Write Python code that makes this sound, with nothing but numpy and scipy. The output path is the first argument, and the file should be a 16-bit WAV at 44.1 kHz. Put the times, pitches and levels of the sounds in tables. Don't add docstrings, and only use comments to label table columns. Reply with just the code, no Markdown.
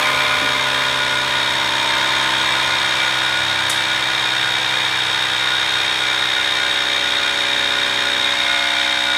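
import sys
import numpy as np
from scipy import signal
from scipy.fft import rfft, irfft, next_fast_len
from scipy.io import wavfile
from scipy.ndimage import uniform_filter1d

SR = 44100
rng = np.random.default_rng(int(sys.argv[2]) if len(sys.argv) > 2 else 0)


def boost_factor(decibels):
    exponent = np.asarray(decibels, float) / 20
    return 10 ** exponent


def persist_wave(psi):
    counts = np.round(np.clip(psi, -1, 1) * 32767).astype(np.int16)
    wavfile.write(sys.argv[1], SR, np.atleast_2d(counts).T)


N = 404397
TIME = np.arange(N) / SR
CAGE = .421

# crank angle in turns, level in dB.
STROKE_KNOCKS = [(.82, -5.5), (.87, -2), (0.932, -5.5), (.99, -1.5), (.05, -2.5), (.1, -1.5), (.18, -1),
                 (.26, -2), (0.358, -6.5), (0.477, -5), (.6, -3.5), (0.697, -2.5)]


def unit(x):
    return x / np.sqrt(np.mean(x ** 2))


def colour(x, table):
    size = next_fast_len(len(x))
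    hz, db = np.transpose(table)
    f = np.maximum(np.arange(size // 2 + 1) * SR / size, 1)
    gain = boost_factor(np.interp(np.log(f), np.log(hz), db, -90, -90))
    return irfft(rfft(x, size) * gain, size)[:len(x)]


def ring(x, hz, width):
    return signal.lfilter(*signal.iirpeak(hz, hz / width, SR), x)


def walk(rate):
    k = int(SR / rate)
    held = np.repeat(rng.standard_normal(N // k + 1), k)
    return 1.53 * uniform_filter1d(uniform_filter1d(held, k), k)[:N]


def swell(start, length):
    rise_s = 0.36
    return np.clip(np.minimum(TIME - start, start + length - TIME) / rise_s + .5, 0, 1)


def blows(turns, slack, table, sway, jitter, scatter_db):
    angle, db = np.transpose(table)
    count = int(turns[-1])
    at = np.arange(count)[:, None] + angle
    chance = rng.standard_normal((count, 2, len(angle)))
    loose = np.interp(at, turns, slack)
    lean = rng.uniform(0, 2 * np.pi, len(angle))
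    at = at + loose * (sway * np.cos(2 * np.pi * CAGE * at + lean) + jitter * chance[:, 0])
    size = rng.choice([-1, 1], len(angle)) * boost_factor(db + scatter_db * chance[:, 1])
    out = np.zeros(N)
    np.add.at(out, np.interp(at, turns, np.arange(N)).astype(int), size)
    return unit(out)


def hiss(turns, spread_db, start, rise, fall, floor):
    angle = (turns - start) % 1
    effort = floor + (1 - np.exp(-angle / rise)) * np.exp(-angle / fall)
    grit = boost_factor(spread_db * np.minimum(rng.exponential(size=N), 5))
    return unit(effort * rng.standard_normal(N) * grit)


def beat(turns, slack, depth_db):
    cage = np.cos(2 * np.pi * CAGE * turns) + 0.09 * np.cos(2 * np.pi * (1 - CAGE) * turns)
    return boost_factor(depth_db * slack * cage)


def housing(turns, slack, treble_db):
    # frequency in Hz, level in dB per Hz.
    cast_spectrum = [(800, -13), (1250, -10.5), (1480, -1), (1900, -1.5), (2400, -5.5), (2600, -8.5),
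                     (3050, -6), (3400, -4), (3900, -9.5), (4400, -10), (7200, -22), (10500, -28.5),
                     (13300, -37.5), (16500, -43)]
    # frequency in Hz, width in Hz, level in dB above the body.
    cast_modes = [(1610, 36, -5), (1778, 82, -3.5), (2114, 8.2, 12), (2323, 18, 9), (2424, 21, 8),
                  (2703, 280, -7.5), (3240, 36, 3.5), (3424, 260, -1.5), (4192, 73, 2.5), (5300, 114, -1.5),
                  (5554, 84, 0), (6620, 173, 4), (8084, 100, 10.5), (8920, 150, -0.5), (10040, 230, 2),
                  (12050, 220, 6.5), (12700, 74, -2)]
    drive = blows(turns, slack, STROKE_KNOCKS, .015, .008, .8)
    drive = drive + boost_factor(-4) * hiss(turns, 1.2, .82, .06, .3, .16)
    body = colour(drive * beat(turns, slack, 0.51), cast_spectrum)
    whole = body + sum(boost_factor(db + .5 * walk(.5)) * ring(body, hz, w) for hz, w, db in cast_modes)
    whole = whole - .85 * ring(whole, 3735, 240)
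    treble = colour(whole, [(6000, -30), (10000, 0), (17000, 0)])
    middle = np.std(colour(whole, [(1500, 0), (2600, 0)]))
    panel_ring = boost_factor(-15) * unit(ring(body, 1447, 20))
    return (whole + (boost_factor(treble_db) - 1) * treble) / middle + panel_ring


def frame(turns, slack):
    # frequency in Hz, level in dB per Hz.
    frame_spectrum = [(20, -24), (50, -16), (100, -6), (150, -9.5), (400, -10), (520, 0), (800, -8.5),
                      (930, -4), (1100, -6.5), (1300, -1), (1600, -30)]
    knock = blows(turns, slack, STROKE_KNOCKS, .025, .009, .8)
    knock = colour(knock, [(400, -30), (700, 0), (3000, 0)])
    drive = 2 * knock + hiss(turns, 2.5, 1.0, 0.17, 0.82, 0.89)
    body = colour(drive * beat(turns, slack, 0.29), frame_spectrum)
    return unit(body + boost_factor(1) * ring(body, 1020, 157))


def reed(turns, slack):
    # crank angle in turns, level in dB.
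    reed_slaps = [
        (.94, 0),
        (.995, -13),
    ]
    # frequency in Hz, width in Hz, level in dB.
    reed_modes = [(3665, 58, 0), (3795, 55, -1)]
    drive = blows(turns, slack, reed_slaps, .006, .0025, .7)
    drive = drive + boost_factor(-21) * hiss(turns, 1.5, .95, .1, .1, .05)
    drive = drive * beat(turns, slack, .9)
    pair = sum((-1) ** k * boost_factor(db) * ring(drive, hz, w) for k, (hz, w, db) in enumerate(reed_modes))
    return unit(ring(pair, 3730, 270))


def head(turns, slack):
    head_hz, width_hz = 1650, 350
    drive = blows(turns, slack, [(.97, 0)], .012, .008, 1.2) * beat(turns, slack, 1)
    return unit(ring(ring(drive, head_hz, width_hz), head_hz, 2 * width_hz))


def cover(cast):
    return boost_factor(-24.5) * np.exp(-TIME / 0.36) * unit(ring(cast, 2305, 250))


def thump(turns, speed_hz, slack, settled):
    # multiple of the shaft, level in dB, change in dB once the loose part settles.
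    shaft_tones = [(1, -47.5, -1), (2, -35.5, -4), (3, -55, 0), (4, -38, -2), (5, -40, 2), (6, -40.5, -10),
                   (7, -40.5, -11), (8, -47.5, -22), (9, -31.5, -2), (10, -52.5, 0), (11, -52, 10.5),
                   (12, -51, 6), (13, -37.5, -0.5), (14, -41, 5), (15, -29, -15), (16, -43.5, 8),
                   (17, -44, 2), (18, -45.5, 3)]
    # frequency in Hz, width in Hz, lift in dB.
    path_lifts = [(126.7, 1.6, -9), (194.3, 3.5, 10), (256.3, 1.6, -22), (325, 2, 4), (333.3, 2, -10),
                  (385, 1.3, -11), (453, 1.7, -13), (527, 4, 9), (577.5, 3.8, -13), (650, 11, 15),
                  (696, 4, 11), (772, 17, 14), (856, 10, -18), (910, 8, 15), (950, 12, -14), (1038, 5, 15)]
    coarse = slice(None, None, 256)
    out = np.zeros(N)
    for k, db, settled_db in shaft_tones:
        path_db = sum(lift / (1 + ((k * speed_hz[coarse] - hz) / w) ** 2) for hz, w, lift in path_lifts)
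        path_db = np.interp(TIME, TIME[coarse], path_db)
        gain = boost_factor(db + path_db + settled_db * settled + 0.44 * walk(2.63))
        phase = rng.uniform(0, 2 * np.pi, 2)
        tone = np.sin(2 * np.pi * k * turns + phase[0])
        side = slack * boost_factor(-11 + 2 * walk(.8)) * np.sin(2 * np.pi * (k - CAGE) * turns + phase[1])
        out = out + gain * (tone + side * (k > 2))
    return out


def sing(turns, seating):
    return boost_factor(-25.5) * seating * np.sin(2 * np.pi * 34 * turns)


def rush():
    # frequency in Hz, level in dB per Hz.
    air_spectrum = [(7000, -20), (9000, 0), (13000, -3), (15500, -12)]
    return boost_factor(-45) * np.exp(-TIME / .6) * unit(colour(rng.standard_normal(N), air_spectrum))


def engine():
    # time in seconds, pitch in Hz, level in dB.
    engine_revs = [(0, 80, -52), (1.85, 79, -50), (2.3, 78, -53), (3.3, 85, -54), (3.45, 94, -46),
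                   (3.8, 99, -47), (4.12, 117, -51), (4.8, 103, -47), (5.5, 99, -54), (7.1, 99, -60),
                   (9.17, 80, -57)]
    s, hz, db = np.transpose(engine_revs)
    turns = np.cumsum(np.interp(TIME, s, hz) * (1 + 0.0078 * walk(14))) / SR
    return np.sqrt(2) * boost_factor(np.interp(TIME, s, db) + 2 * walk(6)) * np.sin(2 * np.pi * turns)


def panel():
    # start in seconds, length in seconds, level in dB.
    buzz_spells = [
        (0.307, 0.41, -30),
        (.85, 0.63, -29.5),
        (2.0, 0.45, -38),
        (3.0, 0.61, -29.5),
        (3.702, 0.79, -33),
        (8.003, .2, -39.5),
        (8.853, .4, -31),
    ]
    buzz = boost_factor(-49.5) + sum(boost_factor(db) * swell(s, length) for s, length, db in buzz_spells)
    turns = np.cumsum(1447 + 3 * walk(25)) / SR
    return buzz * np.sqrt(2) * boost_factor(1.5 * walk(30)) * np.sin(2 * np.pi * turns)


def thud():
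    # time in seconds, level in dB.
    thud_hits = [
        (0.419, -28.5),
        (0.447, -31),
        (0.561, -37),
    ]
    # frequency in Hz, width in Hz, level in dB.
    thud_modes = [(221, 23, -2), (278, 19, 5.5), (302, 36, -8)]
    hits = np.zeros(N)
    for s, db in thud_hits:
        hits[int(s * SR)] = boost_factor(db + 50)
    return sum(boost_factor(db) * ring(hits, hz, w) for hz, w, db in thud_modes)


def tick():
    # frequency in Hz, level in dB.
    tick_spectrum = [(2000, -20), (4500, 0), (8000, 2), (11000, 2), (13000, -16), (16000, -25)]
    start_s, level_db = 3.696, -14
    burst = np.zeros(N)
    age = np.arange(8000) / SR
    fade = .7 * np.exp(-age / .006) + .45 * np.exp(-age / .035)
    fade = (1 - np.exp(-age / .0008)) * fade
    burst[int(start_s * SR):][:len(age)] = boost_factor(level_db) * rng.standard_normal(len(age)) * fade
    return colour(burst, tick_spectrum)


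def garage(x):
    t60_s, tail_db = .55, -8
    age = np.arange(int(.6 * SR)) / SR
    tail = rng.standard_normal((2, len(age))) * np.exp(-np.log(1000) * age / t60_s) * (age > .004)
    tail = tail[0] * np.exp(-age / 0.1) + .5 * signal.lfilter([.3], [1, -.7], tail[1])
    tail *= boost_factor(tail_db) / np.sqrt(np.sum(tail ** 2))
    return (x + signal.fftconvolve(x, tail)[:N]) / np.sqrt(1 + boost_factor(tail_db) ** 2)


def scene():
    # time in seconds, shaft speed in turns per second.
    shaft_speed = [(0.0, 67.63), (0.5, 66.46), (1.0, 65.91), (1.6, 65.18), (2.3, 64.94), (3.0, 64.53),
                   (3.8, 64.48), (4.6, 64.24), (5.4, 64.01), (6.2, 63.78), (7.0, 63.42), (7.8, 63.2),
                   (8.4, 63.12), (9.17, 62.76)]
    speed_hz = np.interp(TIME, *np.transpose(shaft_speed))
    turns = .135 + np.cumsum(speed_hz) / SR
    load = (speed_hz[0] - speed_hz) / (speed_hz[0] - speed_hz[-1])

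    settled = np.clip((TIME - 8.4) * 3 + .5, 0, 1)
    slack = (1 - (1 - .7) * np.exp(-TIME / 1.2)) * (1 - (1 - .4) * settled)
    seating = swell(8.3, .5)
    empty = np.exp(-TIME / 0.36)
    effort = boost_factor(0.5 * empty + 0.5 * seating)
    surge = swell(1.78, 1.4)

    cast = housing(turns, slack, 1.5 - 3 * load + 1.5 * np.exp(-TIME / 0.37))
    noisy = cast * boost_factor(-23.5 + surge)
    noisy = noisy + frame(turns, slack) * boost_factor(-26 - 6.5 * load + 3 * empty + 2 * surge)
    noisy = noisy * effort + cover(cast)
    valve = reed(turns, slack) * boost_factor(-28 + 6.5 * load)
    room_share = .6
    noisy = noisy + room_share * valve
    noisy = noisy + head(turns, slack) * boost_factor(-36.5 + 2.5 * load)

    direct = thump(turns, speed_hz, slack, settled) + sing(turns, seating) + (1 - room_share) * valve
    return (garage(noisy + thud() + tick()) + direct + rush() + engine() + panel())[None]


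def low_pass(x):
    return signal.sosfilt(signal.butter(12, 15740, fs=SR, output="sos"), x)


def record(dry):
    dry = signal.sosfilt(signal.butter(3, 52, "high", fs=SR, output="sos"), dry)
    dry = np.tanh(1.3 * dry) / 1.25
    dry = signal.sosfilt(signal.ellip(10, .2, 70, 15740, fs=SR, output="sos"), dry)
    return low_pass(dry)


dry = scene()
out = record(dry)
persist_wave(out)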